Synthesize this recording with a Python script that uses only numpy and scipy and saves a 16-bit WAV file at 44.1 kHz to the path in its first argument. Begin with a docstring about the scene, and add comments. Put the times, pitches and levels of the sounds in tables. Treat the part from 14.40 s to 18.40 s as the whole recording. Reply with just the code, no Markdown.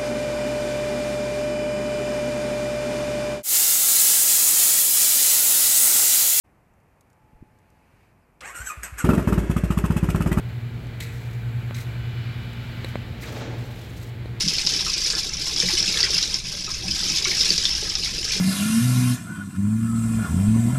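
"""Water falls into the part-filled steel drum of a top-loading washer, one microphone close overhead.
From the start, drops patter on the surface and trap ringing bubbles, over valve hum and a low rumble.
Almost at once a pocket of air gulps, a fat drop slaps and a jet plunges; these return now and then.
The splashing eases around two seconds in, swells near three, dips and surges briefly at the end.
Throughout, the drum rings and echoes with the water."""
import sys
import numpy as np
from scipy import signal
from scipy.fft import rfft, irfft
from scipy.io import wavfile

SR = 44100
rng = np.random.default_rng(int(sys.argv[2]) if len(sys.argv) > 2 else 0)


def wav_record(signal):
    """Record a signal, one row per channel, as 16-bit PCM in the file named by sys.argv[1]."""
    frames = np.transpose(np.atleast_2d(signal))
    bounded = np.clip(frames, -1, 1)
    # unit amplitude maps onto the largest positive 16-bit level
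    quanta = np.round(bounded * 32767).astype(np.int16)
    wavfile.write(sys.argv[1], SR, quanta)


N = 176400
TIME = np.arange(N) / SR

# How hard the stream splashes. Each row: time in seconds, relative level in dB.
SPLASH_LEVEL = [(0.0, -14.5), (0.06, -21.5), (0.21, -20), (0.243, -25), (0.275, -20.5), (0.62, -23),
                (0.79, -20), (0.88, -26.5), (1.08, -21), (1.15, -25.5), (1.195, -19.5), (1.23, -20.5),
                (1.32, -18.5), (1.65, -20), (1.71, -21), (1.765, -17.5), (1.9, -27.5), (1.96, -24),
                (2.01, -27), (2.21, -29), (2.33, -25), (2.43, -31), (2.48, -24.5), (2.55, -23.5),
                (2.69, -19.5), (2.83, -21.5), (3.05, -18), (3.3, -23.5), (3.44, -24.5), (3.6, -27),
                (3.64, -24), (3.77, -25.5), (3.93, -20), (4.0, -26)]
# Tone colours of the steady layers. Each row: frequency in Hz, relative gain in dB.
SPRAY_COLOUR = [(500, -36), (1200, -26.5), (2200, -18), (3500, -7), (4400, -1.5), (5250, 3), (6000, -4.5),
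                (7000, -11), (8300, -24), (10800, -41), (12500, -25), (15500, -41.5)]
MIST_COLOUR = [(2000, -30.5), (4000, -26), (5250, 10), (7000, -19), (8500, -8.5), (10800, -5.5),
               (12500, -17), (15500, -48)]
TINKLE_COLOUR = [(2000, -10), (2600, -7), (3500, -3), (4400, -6), (5250, 5.5), (6000, -1.5), (7000, -9.5),
                 (8500, -15), (11000, -29)]
FIZZ_COLOUR = [(550, -13), (800, -7.5), (1200, -8.5), (1600, -2), (2400, -1.5), (5000, -6), (7000, -15.5)]
GURGLE_COLOUR = [(100, -7.5), (150, -1.5), (220, -0.5), (290, -7.5), (370, -5), (450, -2.5), (560, -11.5),
                 (750, -21)]
RUMBLE_COLOUR = [(15, 1.5), (29, -0.5), (44, -0.5), (58, 6), (75, -6), (110, -3), (200, -9), (400, -26),
                 (800, -28.5), (3000, -71)]
# Hum of the inlet valve. Each row: frequency in Hz, rms level in dB.
VALVE_HUM = [(29.5, -45.5), (60, -58.5), (120, -54.5), (180, -58)]
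# Modes of the air in the drum. Each row: frequency in Hz, relative gain in dB.
AIR_MODES = [(357, -1), (390, -1), (560, 0), (980, -3), (1085, -1), (1263, -2), (1415, -2), (1550, -4),
             (1976, -5), (2231, -6), (2499, -7), (2649, -7)]
# Air trapped under the surface. Each row: start in seconds, relative level in dB, pitch in Hz.
AIR_GULPS = [(0.04, -20.5, 191), (0.245, -27, 215), (0.733, -28, 444), (1.229, -22.5, 178),
             (1.232, -23, 460), (1.33, -27, 353), (1.48, -25.5, 205), (1.698, -27, 439), (2.14, -35, 550),
             (2.44, -31, 750), (2.451, -24, 180), (2.489, -23, 205), (2.698, -25, 215), (2.872, -23, 365),
             (3.102, -26, 180), (3.105, -29, 400), (3.425, -27, 425), (3.715, -26, 215), (3.948, -25, 198)]
JET_PLUNGES = [(0.11, -26, 2570), (0.186, -22, 2490), (0.464, -30, 1300), (0.733, -29, 1650),
               (1.2855, -22, 2000), (1.572, -25, 1790), (1.6367, -17.5, 1950), (1.755, -21, 2700),
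               (2.278, -33, 1250), (2.8539, -19, 2190), (2.915, -22, 2200), (3.089, -23, 2700),
               (3.6277, -23, 2900), (3.66, -25, 2180), (3.9085, -21, 2420)]
# Slaps of fat drops. Each row: start in seconds, relative level in dB, frequency in Hz of the ring
# it sets off, mostly the microphone's resonance.
FAT_DROPS = [(0.0837, -6, 5320), (0.1835, -9, 4400), (0.2653, -7, 5470), (0.2714, -6, 5100),
             (0.3376, -10, 5240), (0.5382, -7, 5040), (0.7018, -5.5, 5250), (1.1623, -8.5, 5120),
             (1.4272, -7, 5040), (1.6038, -7.5, 5120), (1.6297, -3.5, 4510), (1.7804, -5.5, 5050),
             (1.8277, -9, 3900), (1.8357, -9, 5600), (1.9425, -6, 5260), (2.2443, -13, 5510),
             (2.772, -7, 6200), (2.8489, -7.5, 5760), (2.9043, -9, 5010), (3.0066, -8.5, 4970),
             (3.1043, -4, 4600), (3.1787, -5, 4900), (3.2535, -4.5, 3540), (3.3513, -9.5, 5290),
             (3.4989, -9, 5390), (3.5533, -7, 5250), (3.636, -12, 4400)]

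CLUMPS_PER_S, CLUMP_DECAY_S, CLUMP_DEPTH = 80, 0.006, 0.6
MIST_FOLLOWS, FIZZ_FOLLOWS, GURGLE_FOLLOWS = 0.81, 0.76, 0.69   # share of the stream's swing in dB
BUBBLE_RISE = 0.07   # fraction by which the pitch climbs
MODE_WIDTH_HZ, DRUM_T60_S, ECHO_DB, FIRST_ECHO_S = 18, 0.13, -4.5, 0.001813
CLOUD_COUNT, CLOUD_DB, CLOUD_SPAN_S, CLOUD_OCTAVES = 14, -11, 0.032, 0.33
SCATTER_DB, SCATTER_DECAY_S, SLAP_SOFTNESS_HZ = -9, 0.0065, 7900
CUTOFF_HZ = 15500


def from_db(db):
    """Decibels to gain."""
    return 10 ** (np.asarray(db) / 20)


def rms_one(x):
    """Scale to unit power."""
    return x / np.sqrt(np.mean(x ** 2) + 1e-20)


def add(out, s, sound):
    """Mix a sound in at s seconds."""
    start = int(np.clip(s * SR, 0, N - 1))
    out[start:start + len(sound)] += sound[:N - start]


def colour(x, points):
    """Minimum-phase filter through (Hz, dB) points; the result has unit power."""
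    hz, db = np.transpose(points)
    grid_hz = np.maximum(np.arange(N + 1) * SR / (2 * N), 1)
    gain = from_db(np.interp(np.log(grid_hz), np.log(hz), db))
    cepstrum = irfft(np.log(gain))
    response = np.exp(rfft(2 * cepstrum[:N], 2 * N))
    return rms_one(irfft(rfft(x, 2 * N) * response)[:N])


def dying(kicks, decay_s):
    """Each kick fades exponentially."""
    return signal.lfilter([1], [1, -np.exp(-1 / (decay_s * SR))], kicks + 1e-18)


def sizes(spread_db):
    """A random strength for each sample: many small, a few large, of either sign."""
    return from_db(spread_db * np.minimum(rng.exponential(1, N), 3.8)) * rng.choice([-1, 1], N)


def stream():
    """The strength of the splashing, as a gain over time."""
    return from_db(np.interp(TIME, *np.transpose(SPLASH_LEVEL)))


def clumping():
    """The stream breaks into clumps that start at once and thin out; overlapping clumps add in power."""
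    starts = (rng.random(N) < CLUMPS_PER_S / SR) * rng.uniform(.5, 1, N)
    power = dying(starts, CLUMP_DECAY_S / 2)
    return 1 - CLUMP_DEPTH + CLUMP_DEPTH * rms_one(np.sqrt(power))


def patter(per_s, spread_db):
    """Drops land as random ticks of uneven size."""
    return (rng.random(N) < per_s / SR) * sizes(spread_db)


def spray():
    """Thousands of drops tick on the surface; the finest hiss in the same clumps and swell less."""
    clumps = clumping()
    drops = colour(clumps * patter(per_s=7000, spread_db=2.5), SPRAY_COLOUR)
    mist = colour(clumps * patter(per_s=7100, spread_db=4.5), MIST_COLOUR)
    return from_db(-5.5) * stream() * drops + from_db(-19) * stream() ** MIST_FOLLOWS * mist


def ring(hz, cycles):
    """A sine dies 60 dB over its cycles and climbs a little, as a bubble does nearing the surface."""
    turns = np.arange(int(cycles * SR / hz)) * hz / SR
    age = turns / cycles
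    envelope = from_db(-60 * age) * (1 - np.exp(-2 * turns))
    return envelope * np.sin(2 * np.pi * turns * (1 + BUBBLE_RISE * age / 2))


def swarm(spectrum, per_s, spread_db, cycles):
    """Bubbles ring at random pitches across a spectrum, louder in clumps."""
    out = np.zeros(N)
    born = rng.random(N) < per_s / SR
    strength = sizes(spread_db) * clumping()
    hz = rng.uniform(spectrum[0][0], spectrum[-1][0], N)
    for i in np.flatnonzero(born):
        add(out, TIME[i], strength[i] * np.sqrt(hz[i]) * ring(hz[i], cycles))
    return colour(out, spectrum)


def bubbles():
    """Trapped air: tiny bubbles tinkle, larger ones fizz and plunge, the largest gurgle and gulp."""
    tinkle = swarm(TINKLE_COLOUR, per_s=3300, spread_db=4.5, cycles=79)
    fizz = swarm(FIZZ_COLOUR, per_s=2600, spread_db=1.3, cycles=41.5)
    gurgle = swarm(GURGLE_COLOUR, per_s=500, spread_db=1.7, cycles=14.6)
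    tinkle *= from_db(-4.5) * stream()
    fizz *= from_db(-37.5) * rms_one(stream() ** FIZZ_FOLLOWS)
    gurgle *= from_db(-43.5) * rms_one(stream() ** GURGLE_FOLLOWS)
    return tinkle + fizz + gurgle + plunges() + gulps()


def walls(x):
    """Dense short echoes between the steel walls reach the microphone just behind the direct sound."""
    t = TIME[:SR // 2]
    echoes = rng.standard_normal(len(t)) * from_db(-60 * t / DRUM_T60_S) * (t > FIRST_ECHO_S)
    return x + from_db(ECHO_DB) * signal.fftconvolve(x, echoes / np.linalg.norm(echoes))[:N]


def drum(x):
    """The air in the drum rings at its modes."""
    modes = sum(from_db(db) * signal.lfilter(*signal.iirpeak(hz, hz / MODE_WIDTH_HZ, fs=SR), x)
                for hz, db in AIR_MODES)
    return from_db(-2.5) * (x + modes)


def machine():
    """The inlet valve hums over the rumble of the cabinet."""
    hum = sum(from_db(db) * np.sqrt(2) * np.sin(2 * np.pi * (hz * TIME + rng.random()))
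              for hz, db in VALVE_HUM)
    rumble = from_db(-39) * colour(rng.standard_normal(N), RUMBLE_COLOUR)
    return hum + rumble


def single_rings(rows, cycles):
    """One ring for each row."""
    out = np.zeros(N)
    for s, db, hz in rows:
        add(out, s, from_db(db) * ring(hz, cycles))
    return out


def air_pockets(rows, cycles):
    """Each pocket rings as one main bubble; a cloud of weaker ones tears off around its pitch."""
    out = single_rings(rows, cycles)
    for s, db, hz in rows:
        lateness = rng.random(CLOUD_COUNT)
        starts = s + CLOUD_SPAN_S * lateness
        levels = db + CLOUD_DB * (1 + lateness / 2)
        pitches = hz * 2 ** (CLOUD_OCTAVES * rng.standard_normal(CLOUD_COUNT))
        out += single_rings(zip(starts, levels, pitches), cycles)
    return out


def gulps():
    """Large pockets of air ring low."""
    return from_db(-1) * air_pockets(AIR_GULPS, cycles=28.4)


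def slaps():
    """Each fat drop slaps and scatters droplets; most set off the microphone's brief ring near 5.2 kHz."""
    kicks = np.zeros(N)
    for s, db, _ in FAT_DROPS:
        add(kicks, s, from_db([db + SCATTER_DB]))
    scatter = dying(kicks, SCATTER_DECAY_S) * colour(rng.standard_normal(N), SPRAY_COLOUR)
    mic_ring = from_db(1) * single_rings(FAT_DROPS, cycles=66)
    return signal.sosfilt(signal.butter(2, SLAP_SOFTNESS_HZ, fs=SR, output="sos"), mic_ring + scatter)


def plunges():
    """A jet drags air under with a hollow splash."""
    return from_db(4) * air_pockets(JET_PLUNGES, cycles=62)


def scene():
    """Close over the drum: each water sound has its own place and echoes; the machine hums beneath."""
    water = sum(walls(source()) for source in (spray, bubbles, slaps))
    return (drum(water) + machine())[None]


def record(dry):
    """The microphone's one channel, with the top cut steeply."""
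    return signal.sosfilt(signal.ellip(10, .1, 80, CUTOFF_HZ, fs=SR, output="sos"), dry)


dry = scene()
out = record(dry)
wav_record(out)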